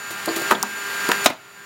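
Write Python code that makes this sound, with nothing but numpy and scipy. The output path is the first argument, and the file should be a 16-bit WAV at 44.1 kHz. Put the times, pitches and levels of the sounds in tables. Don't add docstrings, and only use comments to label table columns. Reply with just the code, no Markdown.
import sys
import numpy as np
from scipy import signal
from scipy.fft import rfft, irfft, next_fast_len
from scipy.io import wavfile

SR = 44100
rng = np.random.default_rng(int(sys.argv[2]) if len(sys.argv) > 2 else 0)


def digitize_waveform(pressure):
    field = np.atleast_2d(pressure).T
    bounded = np.clip(field, -1, 1)
    quanta = np.round(bounded * 32767).astype(np.int16)
    wavfile.write(sys.argv[1], SR, quanta)


N = 72765
T = np.arange(N) / SR

# f/Hz, level/dB
HARMONICS = [(400, -45), (800, -53), (1000, -48), (1200, -46), (1400, -38), (1600, -36), (1800, -41.5),
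             (2400, -47), (2600, -44.5), (2800, -47.5), (3000, -51), (4400, -50), (4600, -47.5),
             (5400, -61), (6000, -55), (7000, -40.5)]
# t/s, level/dB
WHINE_SWELL = [(0, 0.5), (.25, 2), (.38, -4), (.58, 4.5), (.8, 3), (1.0, 5), (1.24, 2), (1.5, -26),
               (1.59, 9), (1.65, -0.5)]
# f/Hz, level/dB
FAN_SPECTRUM = [(40, -39), (80, -35), (130, -20), (200, -17), (290, -18), (500, -17), (750, -15),
                (1050, -9.5), (1600, -10), (2200, -9), (3000, -15.5), (4000, -17), (5600, -22), (8500, -24),
                (15500, -26.5)]
# f/Hz, width/Hz, lift/dB
COWL_RESONANCES = [(200, 24, 9), (403, 17, 12), (1008, 99, -6), (2490, 440, -4), (4260, 73, -7),
                   (7000, 65, 10.5), (11340, 370, 5)]
# t/s, depth/dB, fall time/s
MOTOR_DIPS = [(0.512, 11, 0.052), (1.1, 3.5, 0.09), (1.26, 25.5, 0.046)]

# t/s, level/dB, low edge/Hz, contact brightness/Hz, factor on T60
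BENCH_SLAMS = [(1.2597, -5, 166, 11900, 0.46), (1.3022, -23, 220, 2500, 0.98)]
PILE_THUDS = [(.105, -33, 119, 900, 0.53), (.2752, -15.5, 221, 760, 0.78), (.282, -23, 200, 1330, 1.26),
              (.363, -25.5, 200, 1100, 1.43), (.401, -31, 200, 600, 0.45), (.415, -24.5, 200, 820, 0.68),
              (.57, -28, 70, 130, 3.3)]
LOG_KNOCKS = [(.5072, -20, 127, 1200, 0.8), (.5108, -10.5, 136, 1770, 0.5), (.5195, -17.5, 333, 2220, 0.78),
              (.546, -32, 170, 1440, 1.6), (1.0895, -10, 202, 445, 0.27), (1.0962, -19.5, 293, 1510, 0.61),
              (1.1162, -11.5, 1170, 5000, 0.31)]
LOG_DROPS = [(.6312, -16, 121, 1900, 0.83)]
# f/Hz, level/dB, T60/s
BENCH_MODES = [(169, -27.5, 0.24), (242, -3, 0.072), (297, -3.5, 0.085), (357.5, -19, 0.25),
               (581, -8.5, 0.056), (690, -6, 0.067), (776, -17.5, 0.048), (1040, -12, 0.077),
               (1510, -31, .07), (2100, 2, 0.022), (2574, -31, .06), (3640, -39, 0.053), (4140, -16, 0.16)]
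PILE_MODES = [(186, -26, 0.14), (333.4, -1.5, 0.27), (396, -3.5, 0.064), (445, -5, 0.088), (640, -4, 0.085),
              (1060, -10.5, 0.16)]
LOG_MODES = [(172, -21, 0.28), (206.3, -16, 0.6), (271, -39, .08), (387, -2.5, 0.12), (469.6, -11, 0.3),
             (654, -9, 0.12), (820, 1.5, 0.033), (975, 7.5, 0.058), (1260, 7.5, 0.042), (1516, -0.5, 0.09),
             (1767, -2, 0.087), (1956, -8.5, 0.12), (2607, 4, 0.042), (3400, -14, 0.05)]
DROP_MODES = [(212, -17, 0.17), (252, -19.5, 0.19), (775, -7, 0.065), (950, 0.5, 0.047),
              (1146, -0.5, 0.041), (1406, -2.5, .04), (1480, 1, 0.033), (1560, -4, 0.033)]
# f/Hz, level/dB, T60/s
BENCH_RING = [(40, -15, .1), (110, -19, 0.074), (250, 0, 0.066), (900, 0, 0.11), (2000, -8, 0.14),
              (4200, -8, 0.17), (8000, -10.5, 0.056), (15000, -25, 0.15)]
WOOD_RING = [(40, -13, .1), (99, -33, .15), (200, 7.5, 0.17), (600, 3.5, 0.25), (1200, 11, 0.079),
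             (2500, 0.5, 0.074), (5000, 2, 0.096), (14800, -52, .04)]
# f/Hz, level/dB
CRACK_SPECTRUM = [(40, -38), (110, -43), (250, 5), (430, -0.5), (680, 7), (1500, -0.5), (4000, -2.5),
                  (6500, -4), (10000, -16), (15000, -7)]
# t/s, level/dB
RUMBLE_ENVELOPE = [(0, -53), (.25, -43.5), (.62, -40), (.75, -68)]
# t/s, level/dB, f/Hz, T60/s
SPLINTER_RASPS = [(0.288, -31, 4420, 0.12), (.362, -36, 5030, .04), (.549, -26.5, 3400, 0.052)]

# t/s, level/dB, rise time/s, T60/s, low edge/Hz
BARK_CRUNCHES = [(.036, -63, .002, 0.041, 5000), (0.104, -31, .004, 0.13, 495),
                 (.258, -17, 0.0012, 0.016, 5900), (0.359, -24.5, .002, 0.15, 1500),
                 (.396, -34, .002, 0.046, 5000), (0.417, -27, 0.0012, 0.022, 2000),
                 (0.508, -19, 0.0032, 0.055, 600), (0.524, -27, .001, 0.013, 1000),
                 (0.6287, -19, 0.0019, 0.021, 4400), (1.0876, -19, .002, 0.016, 1000),
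                 (1.115, -17.5, 0.0014, 0.03, 800), (1.239, -23, 0.0069, 0.16, 3000),
                 (1.3004, -33, 0.00074, 0.023, 1500), (1.3345, -42, .0005, 0.0091, 5000)]
# f/Hz, level/dB
BARK_SPECTRUM = [(300, -41), (1500, -18), (3500, -2), (5500, -6.5), (9000, -7), (15000, -8.5)]
# f/Hz, level/dB, T60/s
SNAP_MODES = [(5760, 1.5, 0.0021), (8100, -2, 0.002), (10900, -1.5, 0.001), (14800, -10, 0.0028)]

# f/Hz, level/dB
ECHO_SPECTRUM = [(40, -19), (120, 6), (230, 2), (550, -2), (1000, -2.5), (2500, -3.5), (6000, -9.5),
                 (15000, -25)]
# f/Hz, level/dB
LOW_SPECTRUM = [(25, -31), (60, -27), (110, -4.5), (165, -4.5), (240, -11.5), (500, -11), (1500, -4),
                (8000, -30)]


def motor():
    shaft_hz, blades, whine_order = 49.99, 4, 32
    angle = 2 * np.pi * shaft_hz * np.cumsum(1 + 0.0002 * drift(5.8)) / SR
    rush = coloured(rng.standard_normal(N), FAN_SPECTRUM, COWL_RESONANCES)
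    out = from_db(-30.5) * rush * (1 + 0.072 * np.sin(blades * angle))
    for hz, db in HARMONICS:
        order = round(hz / shaft_hz)
        swell_db = np.interp(T, *np.transpose(WHINE_SWELL)) if order == whine_order else 0
        waver_db = 1.5 * drift(3.3)
        amplitude = np.sqrt(2) * from_db(db + 0.5 + swell_db + waver_db)
        out += amplitude * np.sin(order * angle + 2 * np.pi * rng.random())
    start_db, climb_db_per_s = -7, 19.5
    dip_db = sum(depth * np.clip((T - s) / fall, 0, 1) for s, depth, fall in MOTOR_DIPS)
    return out * from_db(start_db + climb_db_per_s * T - dip_db)


def bench():
    noise = coloured(rng.standard_normal(N), CRACK_SPECTRUM)
    out = impacts(BENCH_SLAMS, BENCH_MODES, BENCH_RING, ring_db=-0.5)
    for s, db, _, bright_hz, _ in BENCH_SLAMS:
        envelope = place(from_db(db + 4) * decay(T, t60=0.031), s)
        out += cut(noise * envelope, bright_hz, "low")
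    return out


def woodpile():
    envelope = from_db(np.interp(T, *np.transpose(RUMBLE_ENVELOPE)))
    rumble = envelope * coloured(rng.standard_normal(N), LOW_SPECTRUM)
    thuds = impacts(PILE_THUDS, PILE_MODES, WOOD_RING, ring_db=1.5)
    knocks = impacts(LOG_KNOCKS, LOG_MODES, WOOD_RING, ring_db=3.5)
    drops = impacts(LOG_DROPS, DROP_MODES, WOOD_RING, ring_db=-8.5)
    return rumble + thuds + knocks + drops


def bark():
    fractures_per_s = 15000
    sizes = from_db(np.minimum(rng.exponential(1, N), 4)) * rng.choice([-1, 1], N)
    grains = coloured(sizes * (rng.random(N) < fractures_per_s / SR), BARK_SPECTRUM)
    out = np.zeros(N)
    for s, db, rise, t60, low_hz in BARK_CRUNCHES:
        envelope = np.minimum(T / rise, 1) * decay(np.maximum(T - rise, 0), t60)
        out += cut(grains * place(from_db(db) * envelope, s), low_hz, "high")
    return out


def splinters():
    snap = cut(free_vibration(SNAP_MODES, T[:SR // 20]), 3500, "high")
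    out = place(from_db(0.5) * snap, s=0.6281)
    bandwidth_hz = 800
    for s, db, hz, t60 in SPLINTER_RASPS:
        roughness = cut(rng.standard_normal(N), bandwidth_hz / 2, "low")
        rasp = unit_rms(roughness * np.sin(2 * np.pi * hz * T))
        out += place(from_db(db) * rasp * decay(T, t60), s)
    return out


def yard(sound):
    tail = place(coloured(rng.standard_normal(N), ECHO_SPECTRUM) * decay(T, t60=0.25), s=0.012)
    echo = signal.fftconvolve(sound, tail / np.sqrt(np.sum(tail ** 2)))[:N]
    background = coloured(rng.standard_normal(N), LOW_SPECTRUM)
    return from_db(-21.5) * echo + from_db(-51) * background


def impacts(blows, modes, ring, ring_db):
    t, out = T[:SR // 2], np.zeros(N)
    ages = t / np.array(blows)[:, 4:]
    for (s, db, low_hz, bright_hz, stretch), tail in zip(blows, dense_ring(ring, ages)):
        tone = free_vibration([(hz, level, t60 * stretch) for hz, level, t60 in modes], t)
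        body = cut(tone + from_db(ring_db) * tail, low_hz, "high")
        out += place(from_db(db) * cut(body, bright_hz, "low"), s)
    return out


def free_vibration(modes, t):
    return sum((-1) ** k * from_db(db) * decay(t, t60) * np.sin(2 * np.pi * hz * t)
               for k, (hz, db, t60) in enumerate(modes))


def dense_ring(ring, ages):
    edges = np.geomspace(30, 17000, 15)
    white = rng.standard_normal((len(ages), 2, ages.shape[1]))
    out = 0
    for k, (low, high) in enumerate(zip(edges, edges[1:])):
        hz = np.sqrt(low * high)
        bandpass = signal.butter(2, [low, high], "band", fs=SR, output="sos")
        band = signal.sosfilt(bandpass, white[:, k % 2])[:, ::-1]
        out += band * from_db(at_hz(ring, hz)) * decay(ages, t60=at_hz(ring, hz, column=2))
    gains = from_db(at_hz(ring, np.linspace(1, SR / 2, SR // 10)))
    return out / np.sqrt(np.mean(gains ** 2))


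def coloured(x, spectrum, peaks=()):
    size = next_fast_len(N)
    hz = np.arange(size // 2 + 1) * SR / size
    peaks_db = sum(lift / (1 + (2 * (hz - f) / width) ** 2) for f, width, lift in peaks)
    gain = from_db(at_hz(spectrum, hz) + peaks_db)
    return unit_rms(irfft(rfft(x, size) * gain, size)[:N])


def drift(hz):
    hop, settling = 40, 2000
    pole = np.exp(-2 * np.pi * hz * hop / SR)
    white = rng.standard_normal(N // hop + settling + 2)
    slow = signal.lfilter([1], [1, -2 * pole, pole * pole], white)[settling:]
    return np.interp(np.arange(N) / hop, np.arange(len(slow)), unit_rms(slow))


def cut(x, hz, kind):
    return signal.sosfilt(signal.butter(2, hz, kind, fs=SR, output="sos"), x + 1e-18)


def at_hz(table, hz, column=1):
    table = np.array(table)
    return np.interp(np.log(hz + 1e-9), np.log(table[:, 0]), table[:, column])


def decay(t, t60):
    return from_db(-60 * t / t60)


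def place(x, s):
    return np.concatenate([np.zeros(int(s * SR)), x, np.zeros(N)])[:N]


def from_db(db):
    return 10 ** (np.asarray(db) / 20)


def unit_rms(x):
    return x / np.sqrt(np.mean(x ** 2) + 1e-20)


def scene():
    wood = woodpile() + splinters() + bark() + bench()
    return np.tile(motor() + wood + yard(wood), (2, 1))


def record(dry):
    ceiling, cutoff_hz = 0.9, 15900
    limited = dry / (1 + (dry / ceiling) ** 6) ** (1 / 6)
    return signal.sosfilt(signal.ellip(12, .1, 95, cutoff_hz, fs=SR, output="sos"), limited)


dry = scene()
out = record(dry)
digitize_waveform(out)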